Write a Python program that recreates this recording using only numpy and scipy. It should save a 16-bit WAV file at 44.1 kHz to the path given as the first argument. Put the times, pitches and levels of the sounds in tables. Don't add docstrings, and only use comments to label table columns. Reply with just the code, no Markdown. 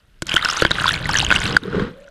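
import sys
import numpy as np
from scipy import signal
from scipy.io import wavfile

SR = 44100
rng = np.random.default_rng(int(sys.argv[2]) if len(sys.argv) > 2 else 0)


def generate_wav(signal):
    frames = np.transpose(np.atleast_2d(signal))
    scaled = np.clip(frames, -1, 1) * 32767
    pcm = np.round(scaled).astype(np.int16)
    wavfile.write(sys.argv[1], SR, pcm)


N = 92610
T = np.arange(N) / SR

# f/Hz, level/dB, T60/s
KNOCK_MODES = [(1060,-13,0.014),(1480,-5.5,0.023),(1662,-0.5,0.0057),(2210,-15,0.021),(3230,-9.5,0.0098),(4770,-25.5,0.026)]
# f/Hz, level/dB, T60/s
THUMP_MODES = [(49.7,-5.5,0.024),(154,-8.5,0.031),(334.3,-12,0.066),(450,-2.5,0.0074),(631,-6.5,0.011)]
# t/s, level/dB
FLOW_LEVEL = [(.22,-69),(.295,-27.5),(.41,-33),(.47,-27),(.60,-25),(.69,-35),(.87,-22),(1.0,-35),(1.07,-32),(1.18,-23),(1.27,-33),(1.35,-23),(1.42,-26.5),(1.49,-26),(1.565,-35.5),(1.60,-50),(2.1,-58)]


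def near_bubbles():
    # t/s, f/Hz, level/dB
    births = [(.2945,2950,-8.5),(0.313,2420,-10.5),(0.3178,3000,-3),(.3365,2350,-10.5),(0.3402,3270,-3.5),
              (0.3599,2870,-6),(.3640,3210,6),(0.368,1480,0.5),(.379,1970,-8),(.3930,2070,-10),(0.4247,3800,-7),(.4270,1315,-8.5),
              (0.4486,5310,-3.5),(0.451,2780,-6),(0.4572,1480,-2.5),(0.487,5030,-8),(0.4879,1360,-5.5),(0.4984,1306,-8.5),(0.5007,5470,-4.5),
              (0.566,4950,-10.5),(0.5706,6220,-8.5),(.6206,4500,-6),(0.6205,482,0.5),(0.6217,1410,-2.5),(.6500,1780,0.5),(0.6644,3220,-5.5),(0.7141,3880,2),(0.714,1480,-7),
              (0.7841,1460,-8),(0.8089,1547,-8.5),(0.8417,1383,-1.5),(0.8561,1055,-2),
              (0.878,1420,-4),(0.88,3530,0),(0.891,3570,-2),(0.8903,1440,-5),(.9080,1810,-4),(0.9387,4230,-6),(0.942,2370,-8.5),(0.9615,2340,-12),
              (1.0561,1980,-7),(1.0921,915,-6.5),(1.1008,1236,-9),(1.1116,5300,-11),(1.1338,4350,-7),(1.1419,1730,-4.5),
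              (1.1531,1760,1.5),(1.1610,2970,-2),(1.1708,6340,-3),(1.175,3200,-5),(1.1860,5800,-0.5),(1.1956,2900,-4.5),(1.2018,3840,-2),
              (1.2126,2770,-5),(1.2268,844,-9.5),(1.248,2950,-5.5),(1.2470,6680,-7.5),(1.2649,3130,-5),(1.3041,2570,-1),
              (1.3123,1520,-1),(1.323,1466,-0.5),(1.361,2850,2),(1.5663,1566,11.5),(1.635,3750,-20),(1.7273,1450,-17),(2.079,1520,-33)]
    swell_s = 0.0023
    rings = sum(bubble_pulse(s, hz, db, swell_s * min((1000 / hz) ** 0.58, 1)) for s, hz, db in births)
    s, hz, db = np.transpose(births)
    snaps = spray(s, db - 22.5 + 20 * np.log10(hz / hz.max()))
    return rings + snaps + strike(KNOCK_MODES, s, db - 11.5) + strike(THUMP_MODES, s, db - 29.5)


def bubble_pulse(s, hz, db, swell_s):
    choke = 1.58
    age = np.clip((T - s) / swell_s, 0, 10)
    sag = 0.027 + 0.011 * rng.standard_normal()
    envelope = age * np.exp(-age ** choke / choke)
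    phase = 2 * np.pi * hz * swell_s * age * (1 - sag * (age / 2 - 1))
    return -from_db(db) * envelope * np.sin(phase)


def slaps():
    # t/s, knock level/dB, thump level/dB, spray level/dB
    impacts = [(0.2214,-10.5,-10,-19),(0.2682,-25,-54,-25.5),(.3400,-27,-6,-20.5),(0.3629,-26,-17,-32),(0.447,-7,-18,-19.5),(0.621,-11.5,-2.5,-18.5),(.6500,3,-1,-34),(0.709,-3,-7,-30),
               (1.0914,-4.5,-16.5,-21.5),(1.304,-3,-20,-35),(1.3137,1.5,-7,-27.5),(1.3242,0.5,-11.5,-28),(1.4977,-18,-17,-42),(1.546,-13.5,-19,-37),(1.7967,-11,-11.5,-50)]
    s, knock_db, thump_db, spray_db = np.transpose(impacts)
    return strike(KNOCK_MODES, s, knock_db) + strike(THUMP_MODES, s, thump_db) + spray(s, spray_db)


def spray(s, db, t60_s=0.02, band_hz=(3000, 7700)):
    decay = np.exp(-np.log(1000) / (t60_s * SR))
    envelope = signal.lfilter([1], [1, -decay], clicks_at(s, db) + 1e-18)
    return envelope * rms_one(butterworth(rng.standard_normal(N), band_hz, "band"))


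def splash(bubbles_per_s=1500, size_spread_db=7):
    # f/Hz, level/dB
    swarm_spectrum = [(700,-20),(1400,3.5),(2100,2),(3200,9),(6500,3.5),(9000,2.5),(13000,-6)]
    # f/Hz, level/dB
    wash_spectrum = [(450,-4.5),(800,-0.5),(1500,10),(2200,0),(3200,12),(5000,-11),(10000,-11),(15000,-64)]
    flow_db, = in_time(FLOW_LEVEL)
    pitches = np.geomspace(750, 12000, 36)
    share = pitches ** -0.5
    born = rng.random(N) < bubbles_per_s / SR
    size_db = size_spread_db * np.minimum(rng.exponential(1, N), np.log(20))
    kicks = born * from_db(size_db) * rng.choice([-1, 1], N)
    pitch_index = rng.choice(len(pitches), N, p=share / share.sum())
    swarm = 0
    for k, hz in enumerate(pitches):
        rings = ring(kicks * (pitch_index == k), hz, t60=29.5 / hz)
        softened = butterworth(rings, min(1.3 * hz, SR / 3))
        swarm += from_db(at_hz(swarm_spectrum, hz)) * softened
    wash = banded_noise(wash_spectrum, flicker_db=2.5, flicker_hz=20)
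    return from_db(flow_db) * (rms_one(swarm) + from_db(-5) * wash)


def slosh():
    # t/s, level/dB
    rumble_level = [(.21,-61.5),(.27,-39),(.58,-42.5),(.64,-35.5),(.98,-29),(1.21,-26),(1.32,-27),(1.40,-27.5),(1.50,-27.5),(1.56,-21),(1.59,-68),(1.7,-92)]
    # f/Hz, level/dB
    rumble_spectrum = [(25,1),(110,0.5),(165,2),(230,-10),(650,-14),(1200,-39),(3000,-73)]
    rumble_db, = in_time(rumble_level)
    return from_db(rumble_db) * banded_noise(rumble_spectrum, flicker_db=2, flicker_hz=88)


def gurgle(kicks_per_s=200, top_hz=535):
    # t/s, level/dB
    drain_level = [(1.40,-79),(1.45,-31.5),(1.55,-27),(1.585,-45),(1.61,-44),(1.635,-33),(1.715,-29.5),(1.75,-23),(1.82,-23),(1.88,-30),(1.94,-47),(2.1,-63)]
    # f/Hz, level/dB, T60/s
    pocket_modes = [(116,-9,.07),(189,2,0.081),(296,1.5,0.023),(460,-1.5,0.087)]
    # f/Hz, level/dB
    rush_spectrum = [(25,3),(120,11.5),(750,-4.5),(1050,2),(1450,6),(2200,-8.5),(3500,-8.5),(6000,-29),(14000,-61)]
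    drain_db, = in_time(drain_level)
    pockets = 0
    for hz, db, t60 in pocket_modes:
        kicks = (rng.random(N) < kicks_per_s / SR) * rng.choice([-1, 1], N)
        pockets += from_db(db) * ring(kicks, hz, t60)
    glugs = rms_one(butterworth(pockets, top_hz, order=8))
    rush = from_db(-5) * banded_noise(rush_spectrum, flicker_db=1.5, flicker_hz=250)
    return from_db(drain_db) * (glugs + rush)


def big_glugs(swell_s=0.004):
    # t/s, f/Hz, level/dB
    gulps = [(1.442,152,-14),(1.486,152,-11.5),(1.628,260,-16.5),(1.653,404,-15),(1.677,410,-18),(1.744,436,-6.5),(1.764,184,-9),(1.78,430,-8),(1.797,380,-10),(1.812,450,-14.5),(1.82,186,-8),(1.84,218,-11.5)]
    s, _, db = np.transpose(gulps)
    pulses = sum(bubble_pulse(*gulp, swell_s) for gulp in gulps)
    return pulses + strike(KNOCK_MODES[:2], s + swell_s, db - 12)


def patter(drops_per_s=100, spread_db=14):
    when, size = rng.random((int(drops_per_s * T[-1]), 2)).T
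    s = when * T[-1]
    flow_db = np.interp(s, *np.transpose(FLOW_LEVEL))
    return strike(KNOCK_MODES, s, flow_db + 0.5 + spread_db * size)


def hollow_tone(width_hz=40):
    # t/s, f/Hz, level/dB
    glide = [(1.70,450,-93),(1.78,460,-62),(1.88,480.5,-47),(1.95,523,-44.5),(2.1,590,-49)]
    hz, db = in_time(glide)
    phase = 2 * np.pi * np.cumsum(hz) / SR
    return from_db(db) * rms_one(drift(width_hz) * np.cos(phase) + drift(width_hz) * np.sin(phase))


def noise_floor():
    # f/Hz, level/dB
    floor_spectrum = [(25,17),(95,-2.5),(1000,-28.5),(1600,-13),(2200,-26.5),(3000,-19.5),(5000,-28.5),(15000,-36)]
    return from_db(-53) * banded_noise(floor_spectrum, flicker_db=-0.5, flicker_hz=8.8)


def strike(modes, s, db):
    scatter_db = rng.standard_normal((len(s), len(modes)))
    return sum((-1) ** k * ring(clicks_at(s, db + mode_db + scatter_db[:, k]), hz, t60)
               for k, (hz, mode_db, t60) in enumerate(modes))


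def ring(clicks, hz, t60):
    r, w = np.exp(-np.log(1000) / (t60 * SR)), 2 * np.pi * hz / SR
    return signal.lfilter([0, np.sin(w)], [1, -2 * r * np.cos(w), r * r], clicks + 1e-18)


def banded_noise(spectrum, flicker_db, flicker_hz):
    edges = 20 * 2 ** (np.arange(30) / 3)
    white, together = rng.standard_normal((2, N)), drift(flicker_hz)
    noise = 0
    for k, (low, high) in enumerate(zip(edges, edges[1:])):
        band_db = at_hz(spectrum, np.sqrt(low * high)) + flicker_db * (together + drift(flicker_hz))
        noise += from_db(band_db) * butterworth(white[k % 2], [low, high], "band")
    return rms_one(noise)


def drift(hz):
    hop, settle = 40, 2000
    r = np.exp(-2 * np.pi * hz * hop / SR)
    white = rng.standard_normal(N // hop + settle + 2)
    slow = signal.lfilter([1], [1, -2 * r, r * r], white)[settle:]
    return np.interp(np.arange(N) / hop, np.arange(len(slow)), rms_one(slow))


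def butterworth(x, hz, kind="low", order=2):
    return signal.sosfilt(signal.butter(order, hz, kind, fs=SR, output="sos"), x)


def clicks_at(s, db):
    return np.bincount((s * SR).astype(int), from_db(db), N)


def in_time(rows):
    s, *columns = np.transpose(rows)
    return [np.interp(T, s, column) for column in columns]


def at_hz(spectrum, hz):
    frequencies, levels = np.transpose(spectrum)
    return np.interp(np.log(hz), np.log(frequencies), levels)


def from_db(db):
    return 10 ** (np.asarray(db) / 20)


def rms_one(x):
    return x / np.sqrt(np.mean(x ** 2) + 1e-20)


def scene():
    pour = near_bubbles() + slaps() + splash() + slosh()
    draining = gurgle() + hollow_tone() + big_glugs()
    return (pour + draining + noise_floor() + patter())[None]


def record(dry, knee=30, stopband_hz=15500):
    flattened = dry / (1 + np.abs(dry) ** knee) ** (1 / knee)
    return signal.sosfilt(signal.cheby2(12, 60, stopband_hz, fs=SR, output="sos"), flattened)


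dry = scene()
out = record(dry)
generate_wav(out)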